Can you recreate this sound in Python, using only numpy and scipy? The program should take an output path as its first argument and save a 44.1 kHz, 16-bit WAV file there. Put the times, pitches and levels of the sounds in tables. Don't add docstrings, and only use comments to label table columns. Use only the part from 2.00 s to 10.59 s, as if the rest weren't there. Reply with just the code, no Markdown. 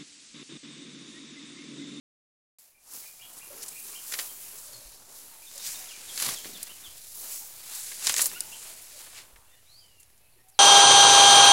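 import sys
import numpy as np
from scipy import signal
from scipy.fft import rfft, irfft
from scipy.io import wavfile
from scipy.ndimage import uniform_filter1d

SR = 44100
rng = np.random.default_rng(int(sys.argv[2]) if len(sys.argv) > 2 else 0)


def bounce(signal):
    frames = np.transpose(np.atleast_2d(signal))
    limited = np.clip(frames, -1, 1)
    pcm = np.round(limited * 32767).astype(np.int16)
    wavfile.write(sys.argv[1], SR, pcm)


N = 378819


def undb(db):
    return 10 ** (np.asarray(db) / 20)


def unit(x):
    return x / np.sqrt(np.mean(x ** 2))


def colour(x, shape):
    hz, db = np.transpose(shape)
    grid_hz = np.linspace(1, SR / 2, 4097)
    log_gain = np.interp(np.log(grid_hz), np.log(hz), db) * np.log(10) / 20
    cepstrum = irfft(log_gain)
    cepstrum[1:4096] *= 2
    cepstrum[4097:] = 0
    response = irfft(np.exp(rfft(cepstrum)))
    return signal.fftconvolve(x, response)[:N]


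def band(x, hz, width_hz):
    return signal.lfilter(*signal.iirpeak(hz, hz / width_hz, SR), x)


def walk(rate):
    hold = int(SR / rate)
    steps = np.repeat(rng.standard_normal(N // hold + 1), hold)
    return 1.3 * uniform_filter1d(uniform_filter1d(steps, hold), hold)[:N]


def grains(rate, spread_db, tail_s, hiss_db):
    strength = undb(spread_db * np.minimum(rng.exponential(size=N), 4))
    slips = (rng.random(N) < rate / SR) * strength
    envelope = signal.lfilter([1], [1, -np.exp(-1 / (tail_s * SR))], slips)
    return unit((unit(envelope) + undb(hiss_db)) * rng.standard_normal(N))


def patches(x, edges, flicker_db, rate, tilt_db=0):
    spectrum = rfft(x)
    log_hz = np.log(np.arange(N // 2 + 1) * SR / N + 1)
    octaves = np.log2(edges) - np.log2(edges).mean()
    out = np.zeros(N)
    for octave, share in zip(octaves, np.eye(len(edges))):
        part = irfft(spectrum * np.interp(log_hz, np.log(edges), share), N)
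        out += undb(flicker_db * walk(rate) + tilt_db * octave) * part
    return out


# (frequency [Hz], relative level per Hz [dB])
AIR_COLOUR = [(100, -31), (160, -25.5), (400, -24), (700, -19.5), (1400, -28), (2600, -22.5), (3500, -35),
              (6000, -42), (10400, -17), (15800, -28)]
AIR_DB = -65.5


def far_air():
    noise = colour(rng.standard_normal(N), AIR_COLOUR)
    return undb(AIR_DB) * unit(patches(noise, [160, 400, 900, 2000, 4500, 10000], 1.4, 5))


# (time [s], level [dB])
WIND_LEVEL = [(.59, -86), (1, -77), (4, -68.5), (8.59, -69.5)]


def wind():
    rumble_colour = [(10, 4.0), (25, -3.5), (70, 0), (130, -5.5), (300, -32)]  # (Hz, dB per Hz)
    rumble = patches(colour(rng.standard_normal(N), rumble_colour), [25, 50, 100], 2.4, 4)
    level_db = np.interp(np.arange(N) / SR, *np.transpose(WIND_LEVEL))
    return unit(rumble) * undb(level_db)


# (time [s], length [s], pitch [Hz], width of each of two filter passes [Hz], level [dB])
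HOLLOW_TONES = [(1.12, 0.28, 742, 12, -70), (1.46, 0.21, 408, 260, -58.5), (1.5, .051, 565, 54, -51.5),
                (1.82, .16, 405, 39, -65.5), (2.53, .04, 422, 120, -59.5), (2.64, 0.24, 570, 93, -62.5),
                (2.7, .1, 123.6, 10, -64), (3.2, .29, 904, 57, -68.5), (3.55, .048, 580, 110, -57),
                (3.8, .09, 745, 17, -63.5), (4.501, .08, 200, 45, -62), (5.41, .04, 856, 100, -58),
                (6.4, .2, 887, 100, -60), (6.65, 0.17, 650, 60, -65.5), (6.93, 0.068, 570, 70, -62.5),
                (8.36, .06, 387, 140, -67.5), (8.43, .15, 760, 34, -70)]


def hoots():
    out = np.zeros(N)
    for s, length, hz, width, db in HOLLOW_TONES:
        u, i = np.linspace(0, 1, int(length * SR)), int(s * SR)
        ringing = band(band(rng.standard_normal(SR // 2), hz, width), hz, width)
        tone = unit(ringing[-len(u):])
        swell = np.sin(np.pi * u) ** 0.34
        out[i:i + len(u)] += (undb(db) * swell * tone)[:N - i]
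    return out


# (time [s], starting level [dB], pitch [Hz])
DULL_THUMPS = [(0.952, -62, 266), (2.853, -45, 40.7), (4.27, -44.5, 139), (4.427, -59, 176),
               (4.871, -51, 66.5), (6.075, -50, 234), (7.329, -48.5, 42.8)]
THUMP_T60_S, THUMP_SLOPE = .165, -.3


def thumps():
    out, t = np.zeros(N), np.arange(16384) / SR
    for s, db, hz in DULL_THUMPS:
        i = int(s * SR)
        t60 = THUMP_T60_S * (hz / 100) ** THUMP_SLOPE
        onset = 1 - np.exp(-t / 0.0044)
        out[i:i + len(t)] += undb(db - 60 * t / t60) * np.sin(2 * np.pi * hz * t) * onset
    return out


def whistles(notes):
    out = np.zeros(N)
    for s, length, first_hz, last_hz, db, unsteady in notes:
        u, i = np.linspace(0, 1, int(length * SR)), int(s * SR)
        waver = unit(uniform_filter1d(rng.standard_normal(8192), size=60))[:len(u)]
        glide = 1 - (1 - u) ** 1.7
        hz = (first_hz + (last_hz - first_hz) * glide) * (1 + unsteady * waver)
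        tone = np.sin(2 * np.pi * np.cumsum(hz) / SR)
        out[i:i + len(u)] += (undb(db) * np.sin(np.pi * u) ** .5 * tone)[:N - i]
    return out


# (time [s], length [s], first pitch [Hz], last pitch [Hz], level [dB])
RISING_CHIRPS = [(.745, .017, 2420, 2450, -63.5), (1.03, .014, 2080, 2350, -52),
                 (1.054, 0.016, 2310, 2520, -51), (1.193, 0.015, 2190, 2550, -51.5),
                 (1.21, 0.029, 2780, 3260, -49), (1.405, 0.028, 1990, 2860, -49.5),
                 (1.716, 0.0172, 2150, 2690, -50.5), (1.753, 0.03, 2310, 2624, -46),
                 (1.927, 0.024, 2200, 2550, -51), (1.948, 0.022, 2720, 3280, -45.5)]
# (time [s], length [s], level [dB])
FALLING_NOTES = [(3.463, 0.023, -50), (3.592, 0.014, -45), (3.743, 0.019, -44), (4.077, 0.043, -44.5),
                 (4.35, 0.045, -43.5), (4.539, 0.033, -45.5), (4.832, 0.049, -46)]
FALL_START_HZ, FALL_HZ_PER_S = 3950, 19000
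# (time [s], length [s], first pitch [Hz], last pitch [Hz], level [dB],
# unsteadiness [share of the pitch])
OTHER_NOTES = [(2.285, .02, 3100, 3200, -52, .03), (2.735, .022, 4430, 4320, -46, .02),
               (3.42, .017, 2350, 2550, -52, .03), (3.69, .016, 2300, 2620, -49, .015),
               (3.875, .085, 3800, 2240, -47, .02), (4.24, .07, 2330, 2306, -46, .003),
               (4.69, .032, 2750, 3050, -47, .045), (6.333, .05, 2400, 2950, -46, .01),
               (6.357, .026, 1370, 1490, -47, .006), (6.515, .037, 2570, 2950, -45.5, .09),
               (7.36, .026, 910, 940, -64, .01), (7.4, .13, 2580, 2760, -75, .01),
               (7.45, .17, 3420, 3640, -70, .01), (7.5, .11, 1910, 1780, -67, .065),
               (7.53, .083, 2800, 2920, -72, .003), (7.655, .17, 3610, 4700, -57.5, .02),
               (7.665, .015, 2100, 2400, -66, .03), (7.76, .05, 3250, 3230, -70, .01),
               (7.772, .028, 4600, 5080, -52, .013), (7.8, .08, 3250, 2950, -63, .015),
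               (7.862, .17, 2970, 2750, -67, .008), (8.2, .11, 2550, 2630, -70, .017),
               (8.245, .02, 4500, 4100, -72, .03), (8.32, .022, 4600, 4160, -67, .03),
               (8.377, .035, 1900, 1840, -66, .065), (8.4, .025, 5450, 5650, -73, .02),
               (8.5, .03, 5800, 5730, -72, .01), (8.52, .056, 5750, 3950, -65, .006)]
CHIRP_WAVER, FALL_WAVER = 0.043, 0.028
ECHO_S, ECHO_DB = 0.025, -3.5


def birds():
    chirps = whistles([(*chirp, CHIRP_WAVER) for chirp in RISING_CHIRPS])
    falls = whistles([(s, length, FALL_START_HZ, FALL_START_HZ - FALL_HZ_PER_S * length, db, FALL_WAVER)
                      for s, length, db in FALLING_NOTES])
    echo = undb(ECHO_DB) * np.roll(chirps, int(ECHO_S * SR))
    direct = whistles(OTHER_NOTES) + falls + chirps + echo
    t = np.arange(SR // 2) / SR
    fading = undb(-60 * t / .15) + .7 * undb(-60 * t / .6)
    trees = rng.standard_normal(len(t)) * fading
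    smear = signal.fftconvolve(direct, trees / np.sqrt(np.sum(trees ** 2)))[:N]
    return direct + undb(-0.5) * smear


# (time [s], crack peak level before the blade colour [dB], woody knock peak level [dB],
# centre of the crack [Hz], dryness [dB])
BREAKS = [(0.936, -25.5, -56, 8840, 0.5), (1.379, -25, -56, 10100, 8), (1.394, -46, -46, 10100, 0),
          (1.626, -20.5, -56, 8900, -7), (1.661, -23, -55, 7040, -2), (1.6813, -21.5, -58, 8630, -3),
          (2.1033, -32.5, -46, 10200, 6), (2.1157, -23, -35, 7010, 2), (2.123, -21, -23, 7650, 0),
          (2.137, -17.5, -21.5, 4500, -7), (2.1881, -15.5, -22, 5000, -8), (2.5847, -28, -51, 6590, -3),
          (2.757, -37, -46, 10400, 0), (3.5126, -34, -42, 7170, 6), (3.5574, -27, -57, 10500, 3),
          (3.578, -22, -46, 7030, 2), (4.159, -24, -46, 7740, 0), (4.1765, -14, -25, 5390, 9),
          (4.2, -14, -25.5, 7070, 6), (4.2213, -12, -24.5, 7620, 0), (4.2467, -15, -30, 6900, 0),
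          (4.2632, -13, -28, 3850, 0.5), (4.2884, -19, -18.5, 9830, 4), (4.308, -23, -30, 10900, 0),
          (4.3368, -20, -31, 6570, 0), (4.3856, -24, -40, 7600, 12), (4.4447, -38, -28.5, 7850, -7),
          (4.6287, -13, -55, 11000, 0), (4.67, -29, -39, 3600, 1), (5.9146, -25, -32, 7400, -5),
          (6.045, -20, -39, 8010, 0), (6.0691, -4, -18, 5200, 2), (6.095, -6.5, -15.5, 7660, 4.5),
          (6.1206, -10.5, -32, 11800, -3), (6.1409, -8, -19, 6620, 6), (6.1644, -9, -19.5, 7090, 7),
          (6.1813, -9, -22, 5930, 5), (6.1923, -11, -16.5, 2600, -3.5), (6.2082, -9, -28, 6970, 0),
          (6.2164, -4, -28, 9400, -2), (6.2578, -5.5, -27.5, 8500, 7.5), (6.316, -33, -29, 9940, 14),
          (6.406, -7.5, -54, 8440, 13), (7.0646, -45, -41.5, 10100, -3), (7.1468, -36, -43, 5810, 0),
          (7.36, -55, -42.5, 3200, -3), (7.9982, -36.5, -63, 10900, -12), (8.0284, -40, -55, 7460, -3),
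          (8.1004, -50, -54, 10100, 1), (8.1764, -47, -68, 7330, 0), (8.483, -41, -68, 9900, -15)]
# (pitch [Hz], width [Hz], relative level [dB])
STALK_RESONANCES = [(560, 190, -14), (1193, 110, -7), (1890, 670, -2), (3100, 1500, -9.5)]
# (frequency [Hz], relative level per Hz [dB])
BLADE_COLOUR = [(900, -42), (1500, -17), (2400, -12), (3200, -13), (4100, -6.5), (6000, -5), (7500, -2),
                (8400, -5), (10200, -2), (11200, -4), (12100, -5), (13000, -7), (15800, -9.5)]
FRAY_RISE_S, FRAY_T60_S, CRACK_T60_S = 0.001, .04, 0.0034


def snaps():
    crack, knock, t = np.zeros(N), np.zeros(N), np.arange(8192) / SR
    for s, crack_db, knock_db, hz, dry_db in BREAKS:
        i = int(s * SR)
        crack_noise, knock_noise, steps = rng.standard_normal((3, len(t)))
        ragged = undb(4.03 * unit(uniform_filter1d(steps, size=40)))
        rise = 1 - np.exp(-t / (FRAY_RISE_S * undb(-dry_db)))
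        fade = undb(-60 * t / (FRAY_T60_S * undb(-.4 * dry_db)))
        force = undb(dry_db - 60 * t / CRACK_T60_S) + ragged * rise * fade
        burst = band(force * crack_noise, hz, 0.6 * hz)
        crack[i:i + len(t)] += (undb(crack_db) * burst / np.abs(burst).max())[:N - i]
        blow = sum(undb(db) * band(force * knock_noise, f, width) for f, width, db in STALK_RESONANCES)
        knock[i:i + len(t)] += (undb(knock_db) * blow / np.abs(blow).max())[:N - i]
    return colour(crack, BLADE_COLOUR) + knock


# (time [s], swish level [dB], crunch level [dB], brightness [dB per octave])
STEADY_WADING = [(.59, -53.5, -72, 3.5), (.77, -69.5, -82, -1), (.92, -45.5, -56, 1), (1.15, -51, -59, 3.5),
                 (1.5, -49.5, -53.5, 3), (1.9, -44, -54, 3), (2.32, -46.5, -53, 3.5),
                 (2.68, -45.5, -54.5, 2.5), (3.08, -53.5, -58, -2), (3.5, -51.5, -57.5, 3.5),
                 (3.9, -44, -53.5, -3), (4.55, -45, -54, 1), (4.8, -47.5, -55, -1), (5.1, -48, -59, 0),
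                 (5.6, -45, -56, 0.5), (6.45, -45, -53.5, 0.5), (7.0, -48, -57.5, -3), (7.25, -59, -57, 2),
                 (7.43, -63.5, -62.5, 0), (7.81, -62, -65.5, -1.5), (8.2, -68.5, -68, -4.5)]
WADING_BASS_DB, BASS_PER_BRIGHT = 0.9, -0.16
# (peak time [s], swish level [dB], crunch level [dB],
# brightness [dB per octave], bass of the crunch [dB per octave], rise over 10 dB [s], fall over 10 dB [s]);
# rises and falls below 0.004 s, also negative ones, count as 0.004 s
TRUNK_TUGS = [(.95, -43.5, -52.5, 0.5, 1, 0.01, .11), (1.39, -47.5, -59, 4, 3, 0.07, -0.33),
              (1.64, -42, -60, -5.5, 15, 0.04, -0.07), (1.95, -46, -61, 2, -6, 0.24, -0.04),
              (2.146, -37, -49, 1.5, -2, 0.0649, 0), (2.21, -36.5, -48.5, 2.5, -4.5, 0.08, .08),
              (2.6, -57, -57, 0, 2.5, 0.2, -0.1), (3.17, -46.5, -57.5, 3, -2, 0.1, 0.15),
              (3.67, -34.5, -48.5, -1, -0.5, 0.095, 0.18), (4.225, -31, -48, -2, -8, 0.06, 0.13),
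              (4.29, -32.5, -37, 1.5, 1, 0.08, 0.0638), (4.454, -43, -42, 0, 2, -0.02, 0.095),
              (5.18, -43.5, -67, 4.5, 6, 0.1, .2), (5.25, -52, -47, 2.5, 0.5, .07, 0.12),
              (5.33, -38, -62, 0.5, -4, .1, 0.15), (5.74, -37.5, -55.5, 0, -3.5, 0.07, 0.34),
              (5.87, -40.5, -58, -2, 1, -0.11, 0.12), (6.052, -31.5, -52, -3, -7, 0.05, 0.068),
              (6.1, -24.5, -40.5, -6, 2, 0.04, 0.0341), (6.18, -26.5, -44, -4, 5, 0.028, 0.0819),
              (6.27, -33.5, -41, 13, -1.5, 0.1457, 0.01), (6.33, -46, -43, 15, 0.5, 0.06, 0.0353),
              (6.7, -46, -55.5, -1.5, -3.5, 0.2, 0.04), (7.01, -47, -56, 0, -3.5, .1, 0.0957),
              (6.82, -47, -64, 2, 0, -0.25, 0.04), (7.189, -43, -54, -6.5, 0, 0.07, 0.0342)]


def motion():
    t = np.arange(0, N / SR + .004, .002)
    s, *steady = np.transpose(STEADY_WADING)
    swish_db, crunch_db, bright_db = (np.interp(t, s, column) for column in steady)
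    bass_db = WADING_BASS_DB + BASS_PER_BRIGHT * bright_db
    columns = np.transpose(TRUNK_TUGS)[:, :, None]
    peak, tug_swish_db, tug_crunch_db, tug_bright_db, tug_bass_db, rise, fall = columns
    rising = (peak - t) / np.maximum(rise, .004)
    falling = (t - peak) / np.maximum(fall, .004)
    shape_db = -10 * np.where(t < peak, rising, falling)
    swish = undb(np.vstack([swish_db, tug_swish_db + shape_db])) ** 2
    crunch = undb(np.vstack([crunch_db, tug_crunch_db + shape_db])) ** 2
    swish_sum, crunch_sum = swish.sum(axis=0), crunch.sum(axis=0)
    bright = (swish[0] * bright_db + np.sum(swish[1:] * tug_bright_db, axis=0)) / swish_sum
    bass = (crunch[0] * bass_db + np.sum(crunch[1:] * tug_bass_db, axis=0)) / crunch_sum
    curves = np.sqrt(swish_sum), np.sqrt(crunch_sum), bright, bass
    return (np.interp(np.arange(N) / SR, t, curve) for curve in curves)


# (frequency [Hz], relative level per Hz [dB])
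STALK_COLOUR = [(60, -12), (140, -7), (300, -5), (580, -3), (1000, -2.5), (1900, -5.5), (3000, -4),
                (5000, -11.5)]


def crunching(gain, bass_db):
    crunch = unit(colour(grains(400, 0.82, 0.0042, 3.0), STALK_COLOUR))
    return gain * patches(crunch, [120, 250, 550, 1100, 2200], 2.2, 11, -bass_db)


def swishing(gain, bright_db):
    brush = unit(colour(grains(1200, 0.88, 0.0042, 2.2), BLADE_COLOUR))
    ticks = unit(colour(grains(350, 3.5, .00015, -30), BLADE_COLOUR))
    share = undb(-1) * gain ** .25
    edges = [2460, 3920, 5760, 8400, 11000, 14400]
    return gain * patches(brush + share * ticks, edges, 1.48, 9, bright_db)


def grass():
    swish_gain, crunch_gain, bright_db, bass_db = motion()
    return crunching(crunch_gain, bass_db) + swishing(swish_gain, bright_db)


def scene():
    mono = far_air() + wind() + hoots() + thumps() + birds() + snaps() + grass()
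    return np.array([mono, mono])


# (time [s], level [share of full scale])
CONVERTER_OFFSET = [(.59, 0), (2, 0.0007), (5, 0.0014), (8.59, 0.00077)]
START_S, TOP_HZ = .5855, 15830


def record(dry):
    t = np.arange(N) / SR
    offset = np.interp(t, *np.transpose(CONVERTER_OFFSET))
    live = (dry + offset) * (t > START_S)
    return signal.sosfilt(signal.ellip(12, .2, 80, TOP_HZ, fs=SR, output="sos"), live)


dry = scene()
out = record(dry)
bounce(out)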